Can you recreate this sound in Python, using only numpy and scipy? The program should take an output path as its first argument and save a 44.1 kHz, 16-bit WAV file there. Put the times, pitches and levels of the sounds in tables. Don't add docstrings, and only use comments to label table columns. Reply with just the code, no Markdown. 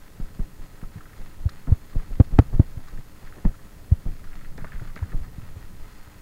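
import sys
import numpy as np
from scipy import signal
from scipy.io import wavfile

SR = 44100
rng = np.random.default_rng(int(sys.argv[2]) if len(sys.argv) > 2 else 0)


def gain_from_db(level_db):
    decades = np.asarray(level_db, float) / 20
    return 10 ** decades


def file_out(sig):
    cols = np.atleast_2d(sig).T
    lim = np.clip(cols, -1, 1)
    pcm = np.round(lim * 32767).astype(np.int16)
    wavfile.write(sys.argv[1], SR, pcm)


N = 273861

# start in seconds, peak in dB, pitch in Hz, cycles to the peak,
# pitch sag (1 = none).
THUDS = [(1.4552, -9.5, 86.3, 0.64, 0.93), (1.7176, -3.1, 89.9, 0.61, 0.92),
         (2.1997, 6.1, 109.4, 0.59, 0.79), (2.3887, 20.2, 127.4, 0.43, 0.62),
         (2.5958, 3.6, 121.8, 0.51, 0.69), (2.7704, -20.9, 83.7, 0.41, 1.2),
         (3.9178, -3.0, 88.9, 0.58, 0.86), (5.0187, -16.8, 73.5, 0.72, 1.12),
         (5.2025, -26.0, 56.0, 0.65, 1.0), (5.427, -32.0, 90.0, 0.6, 1.0),
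         (5.3811, -27.0, 167.2, 0.73, 0.65), (5.5642, -28.3, 91.5, 0.52, 1.01)]
# start in seconds, peak in dB, pitch in Hz, cycles to the
SHAPED_KNOCKS = [(1.6706, -31.0, 186.6, 2.01, 1.16), (1.6903, -23.8, 229.3, 1.6, 0.71),
                 (1.9564, -19.5, 164.7, 0.99, 0.6), (2.1967, -14.0, 395.0, 2.01, 0.86),
                 (2.2146, -16.9, 134.5, 0.51, 0.5), (2.3828, -10.2, 198.8, 2.01, 0.57),
                 (2.3887, 7.8, 717.4, 2.01, 0.64), (2.4002, -18.9, 101.7, 0.94, 1.07),
                 (2.5905, -22.6, 146.6, 1.15, 1.31), (2.6088, -20.7, 102.3, 0.4, 1.31),
                 (3.4472, -18.4, 205.8, 1.56, 0.93), (3.4515, -22.4, 1200.0, 1.08, 0.45),
                 (3.4543, -16.7, 432.2, 1.57, 0.54)]
# start in seconds, peak in dB, pitch in Hz.
BUMPS = [(0.2014, -19.0, 32.5), (0.3917, -14.5, 33.9), (0.5872, -25.8, 28.0), (0.8249, -24.5, 33.0),
         (1.1808, -26.0, 28.8), (1.3916, -24.6, 23.1), (1.6783, -13.1, 30.0), (1.9505, -12.1, 28.2),
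         (2.1043, -19.6, 27.1), (2.323, -12.5, 26.1), (2.5271, -11.7, 23.4), (2.9246, -22.3, 21.3),
         (3.2268, -31.1, 23.4), (3.4474, -7.6, 31.5), (4.0544, -15.3, 27.5), (5.1317, -13.9, 23.7)]
# start in seconds, peak in dB, pitch in Hz.
DIPS = [
    (-0.0123, -34.9, 17.0),
    (2.71, -27.0, 16.3),
    (4.7457, -19.3, 26.8),
]
# start in seconds, peak in dB, pitch in Hz.
ROLLS = [
    (4.115, -28.0, 14.4),
    (4.235, -24.3, 14.7),
    (4.3319, -24.4, 18.1),
    (4.445, -25.0, 12.5),
    (4.585, -25.5, 14.4),
    (4.855, -24.2, 14.1),
    (5.1857, -25.3, 14.4),
]
# start in seconds, peak in dB, pitch in Hz, cycles to the peak.
KNOCKS = [(0.1992, -23.3, 152.2, 0.4), (0.3928, -20.5, 172.6, 0.7), (0.8276, -26.8, 211.9, 0.72),
          (0.9574, -27.4, 124.6, 0.48), (0.9677, -30.1, 107.2, 0.66), (1.6805, -21.6, 110.6, 0.82),
          (2.3312, -24.8, 251.7, 1.17), (2.532, -21.1, 121.8, 1.57), (2.9827, -29.8, 93.1, 0.75),
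          (4.0611, -26.4, 136.5, 0.4), (4.62, -31, 150, 0.7), (4.8125, -27, 95, 0.8),
          (5.136, -27.2, 135.1, 1.37)]
# start in seconds, peak in dB, length in seconds.
CRUNCHES = [(0.957, -36, 0.033), (1.448, -28, 0.015), (1.669, -25, 0.023), (1.719, -23, 0.0061),
            (2.204, -21, 0.0073), (2.216, -35, 0.011), (2.418, -28, 0.0054), (2.608, -25.5, 0.008),
            (2.773, -35, 0.022), (2.981, -32, 0.0088), (3.222, -38.5, 0.016), (3.359, -32, 0.023),
            (3.91, -29, 0.016), (4.578, -29, 0.0084), (4.642, -27.5, 0.0046), (4.812, -32.5, 0.01),
            (4.963, -27, 0.0063), (5.02, -33.5, 0.0091), (5.186, -39, 0.015), (5.379, -49, 0.031),
            (5.55, -41.5, 0.024)]
# time in seconds, level in dB.
ROUGHNESS = [(0.0, -51.5), (0.28, -48.5), (0.67, -51.5), (0.88, -53.5), (1.49, -48.5), (1.59, -51.5),
             (2.06, -45.5), (2.35, -43), (2.51, -44), (3.06, -52), (3.49, -48.5), (3.77, -49), (3.99, -46),
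             (5.22, -43.5), (5.84, -47.5), (6.21, -50)]
# start in seconds, peak in dB, ring in Hz, upper mode in dB.
RATTLES = [(0.816, -43, 1310, 0), (0.835, -42, 1190, -17), (1.007, -38.5, 1350, -10),
           (1.056, -39, 1330, -9), (1.49, -34, 1230, -5), (1.671, -40.5, 1270, -5), (1.722, -36, 1020, -13),
           (1.997, -38.5, 1060, -2), (2.386, -24, 900, -10), (2.883, -38, 1200, -5),
           (3.273, -40.5, 1270, -2), (3.3247, -37, 1280, -5), (3.385, -43, 1010, 1), (3.451, -33, 902, -1),
           (4.2412, -39.5, 1170, -3), (4.3316, -39.5, 1030, 13), (4.4475, -39.5, 1250, 5),
           (4.58, -35, 1230, 6), (4.645, -27.5, 1060, -6), (4.669, -40.5, 1450, -1), (4.72, -34, 1280, -2),
           (4.7324, -38, 1000, 6), (4.758, -41, 1220, 7), (4.796, -36, 1270, -3), (4.962, -30, 1220, -1),
           (4.972, -34, 1460, 3), (4.99, -37, 980, -1), (5.026, -36.5, 970, -13), (5.1197, -36.5, 1260, 0),
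           (5.244, -42, 1010, -6)]
# first tick in seconds, gap in seconds, number of ticks.
BOUNCES = [(0.2, 0.195, 2), (0.982, 0.1, 1), (1.094, 0.037, 2), (1.927, 0.118, 2), (2.401, 0.132, 2),
           (2.872, 0.103, 2), (3.49, 0.051, 3), (4.273, 0.046, 4), (4.593, 0.011, 3), (4.655, 0.035, 2),
           (4.822, 0.026, 4), (5.006, 0.027, 4)]
# start in seconds, peak in dB.
SNAPS = [
    (4.645, -54),
    (1.493, -37),
    (2.885, -46),
    (3.449, -52),
    (4.243, -48),
    (4.576, -42.5),
    (4.958, -42),
]
# time in seconds, level in dB.
TYRES = [(0.0, -60.5), (0.45, -59.5), (0.76, -59.5), (1.04, -58.5), (2.84, -58), (3.04, -58.5),
         (3.44, -58.5), (3.63, -60.5), (3.89, -60.5), (4.22, -58.5), (4.64, -58.5), (4.77, -56.5),
         (4.93, -59), (5.05, -58.5), (5.34, -59.5), (5.83, -57), (6.21, -58)]
# centre in Hz, width in Hz, gain in dB.
HOUSING = [(660, 1030, 16), (1000, 130, -14), (1270, 77, 11.5), (1590, 260, 13), (1808, 230, 10),
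           (1970, 1100, -1), (2520, 70, 7), (3270, 630, 0.5), (4150, 210, 8.5), (4910, 180, 5.5),
           (5600, 660, -15), (6720, 320, 4), (8650, 180, -24)]
# pitch in Hz, level in dB rms.
BUZZ = [(180, -66), (300, -64), (420, -68.5), (540, -71), (660, -104), (780, -93), (900, -86),
        (1020, -74.5)]

TYPICAL_DB, TYPICAL_HZ = -15, 27
RISE_CYCLES, RISE_PER_DB = .645, -.015
SAG, SAG_PER_DB, SAG_PITCH_POWER = .69, .005, .6
ROLL_CYCLES = .6
KNOCK_STEADY_HZ, KNOCK_SAG_POWER = 125, .7
CRUNCH_DB, CRUNCH_LEAD_S, CRUNCH_S = -15.5, 0.00385, 0.015
SHIVER_S, SHIVER_FOLLOWS = 0.019, 0.84
SHIVER_RUMBLE_DB, SHIVER_JUDDER_DB = -40, -57.5
SWAY_DB, RUMBLE_DB, JUDDER_DB = 8, 0, -10.0
JUDDER_FOLLOWS = 0.32
BOUNCE_DB, BOUNCE_HZ, BOUNCE_UPPER_DB, CHATTER_S = -44, 1250, -7, 0.0091
HISS_DB = -66.5
OVERLOAD, CUTOFF_HZ = .708, 15750


def rms_one(x):
    return x / np.sqrt(np.mean(x ** 2) + 1e-20)


def in_time(rows):
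    s, *columns = np.transpose(rows)
    return [np.interp(np.arange(N) / SR, s, c) for c in columns]


def band(x, low_hz, high_hz, order=2):
    return signal.sosfilt(signal.butter(order, [low_hz, high_hz], "band", fs=SR, output="sos"), x)


def drift(rate):
    r = np.exp(-80 * np.pi * rate / SR)
    noise = rng.standard_normal(N // 40 + 2002)
    slow = signal.lfilter([1], [1, -2 * r, r * r], noise)[2000:]
    return np.interp(np.arange(N) / 40, np.arange(len(slow)), rms_one(slow))


def resonance(x, hz, width_hz):
    r = np.exp(-np.pi * width_hz / SR)
    poles = [1, -2 * r * np.cos(2 * np.pi * hz / SR), r * r]
    return signal.lfilter(np.array([1, 0, -1]) * (1 - r * r) / 2, poles, x + 1e-18)


def swings(rows):
    out = np.zeros(N)
    for s, db, hz, swell, sag in rows:
        end = s + 11 * swell / hz
        at = np.arange(max(int(s * SR), 0), min(int(end * SR), N))
        cycles = np.maximum(at / SR - s, 0) * hz
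        envelope = (cycles / swell) ** 2 * np.exp(2 - 2 * cycles / swell)
        out[at] += gain_from_db(db) * envelope * np.sin(2 * np.pi * cycles ** sag)
    return out


def thuds():
    return swings(THUDS)


def heaves():
    rows = [(s, db, hz, ROLL_CYCLES, 1) for s, db, hz in ROLLS]
    for s, db, hz in BUMPS + DIPS:
        harder_db = db - TYPICAL_DB
        rise = RISE_CYCLES + RISE_PER_DB * harder_db
        sag = SAG * (TYPICAL_HZ / hz) ** SAG_PITCH_POWER + SAG_PER_DB * harder_db
        rows.append((s, db, hz, rise, sag))
    return swings(rows)


def knocks():
    plain = [(s, db, hz, swell, (KNOCK_STEADY_HZ / hz) ** KNOCK_SAG_POWER) for s, db, hz, swell in KNOCKS]
    return swings(plain + SHAPED_KNOCKS)


def crunches():
    out, span = np.zeros(N), int(.1 * SR)
    t = np.arange(span) / SR
    rows = CRUNCHES + [(s - CRUNCH_LEAD_S, db + CRUNCH_DB, CRUNCH_S) for s, db, _ in BUMPS]
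    for (s, db, length), noise in zip(rows, rng.standard_normal((len(rows), span))):
        age = t / np.clip(length, .003, .03)
        puff = band(np.cumsum(noise), 130, 910) * age * np.exp(-1.6 * age)
        at = int(s * SR)
        out[at:at + span] += gain_from_db(db - 4.0) * puff / np.abs(puff).max()
    return out


def shiver():
    t = np.arange(N) / SR
    out = np.zeros(N)
    for s, db, _ in BUMPS:
        age = np.maximum(t - s, 0) / SHIVER_S
        out += gain_from_db(SHIVER_FOLLOWS * (db - TYPICAL_DB)) * age * np.exp(1 - age)
    return out


def shaking():
    rough_db, = in_time(ROUGHNESS)
    calm_db = rough_db.mean() + JUDDER_FOLLOWS * (rough_db - rough_db.mean())
    after = shiver()
    brown = signal.lfilter([1], [1, -.995], rng.standard_normal((3, N)))
    lumps = drift(14.0)
    rumble_level = (gain_from_db(rough_db + RUMBLE_DB) + gain_from_db(SHIVER_RUMBLE_DB) * after) * gain_from_db(1.5 * lumps)
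    judder_level = (gain_from_db(calm_db + JUDDER_DB) + gain_from_db(SHIVER_JUDDER_DB) * after) * gain_from_db(1.2 * lumps)
    sway = gain_from_db(rough_db + SWAY_DB) * rms_one(band(brown[0], 5.1, 23.2, order=3))
    rumble = rumble_level * rms_one(band(brown[1], 50, 200))
    judder = judder_level * rms_one(band(brown[2], 200, 800))
    return sway + rumble + judder


def rattles():
    out, span = np.zeros(N), int(.08 * SR)
    t = np.arange(span) / SR
    light = [s + gap * k for s, gap, touches in BOUNCES for k in range(touches)]
    scatter = rng.standard_normal((len(light), 3)) * [1.5, .08, 4]
    ticks = RATTLES + [(s, BOUNCE_DB + db, BOUNCE_HZ * (1 + share), BOUNCE_UPPER_DB + upper_db)
                       for s, (db, share, upper_db) in zip(light, scatter)]
    shape = (len(ticks), span)
    grit = rng.standard_normal(shape) * (rng.random(shape) < .045)
    fade = np.minimum(.5 + t / .002, 1) * np.exp(-t / CHATTER_S)
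    for (s, db, hz, upper_db), clicks in zip(ticks, grit):
        chatter = (clicks + 4.5 * (t == 0)) * fade
        dull = band(chatter, 550, 3600)
        ring = resonance(dull, hz, 170) - gain_from_db(upper_db) * resonance(dull, 1820, 380)
        at = int(s * SR)
        out[at:at + span] += gain_from_db(db) * ring / np.abs(ring).max()
    return out


def snaps():
    out, span = np.zeros(N), int(.04 * SR)
    fade = np.exp(-np.arange(span) / SR / .004)
    for (s, db), noise in zip(SNAPS, rng.standard_normal((len(SNAPS), span))):
        burst = noise * fade
        crack = resonance(burst, 4260, 850) + 0.19 * band(burst, 2400, 6700)
        at = int(s * SR)
        out[at:at + span] += gain_from_db(db) * crack / np.abs(crack).max()
    return out


def housing(paths):
    out = np.zeros(N)
    for k, (hz, width, db) in enumerate(HOUSING):
        peak = resonance(paths[k % 2], hz, width)
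        out += gain_from_db(db) * resonance(peak, hz, 2.5 * width)
    return out


def tyres():
    level_db, = in_time(TYRES)
    sizes = gain_from_db(3 * np.minimum(rng.exponential(1, N), 4))
    grains = rng.standard_normal((2, N)) * sizes * (rng.random(N) < 1500 / SR)
    roar = rng.standard_normal((2, N)) + 1.17 * rms_one(grains)
    wander_db = .8 * drift(9.0) + drift(30.0)
    return gain_from_db(level_db + 1.5 + wander_db) * rms_one(housing(roar))


def electronics():
    t = np.arange(N) / SR
    buzz = sum(np.sqrt(2) * gain_from_db(db) * np.sin(2 * np.pi * (hz * t + rng.random())) for hz, db in BUZZ)
    pulse = 1 + .3 * (t * 60 % 1 < .1) + .2 * ((t * 60 + .45) % 1 < .1)
    return gain_from_db(HISS_DB + 7.0) * pulse * rng.standard_normal(N) + buzz


def scene():
    jolts = thuds() - heaves() - knocks() + crunches()
    return (jolts + shaking() + rattles() + snaps() + tyres() + electronics())[None]


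def band_limit(x):
    return signal.sosfilt(signal.butter(12, 16970, fs=SR, output="sos"), x)


def record(dry):
    cut = signal.sosfilt(signal.ellip(10, .3, 60, CUTOFF_HZ, fs=SR, output="sos"), dry)
    knee = np.where(cut > 0, 120, 30)
    flattened = cut / (1 + np.abs(cut / OVERLOAD) ** knee) ** (1 / knee)
    return band_limit(flattened)


dry = scene()
out = record(dry)
file_out(out)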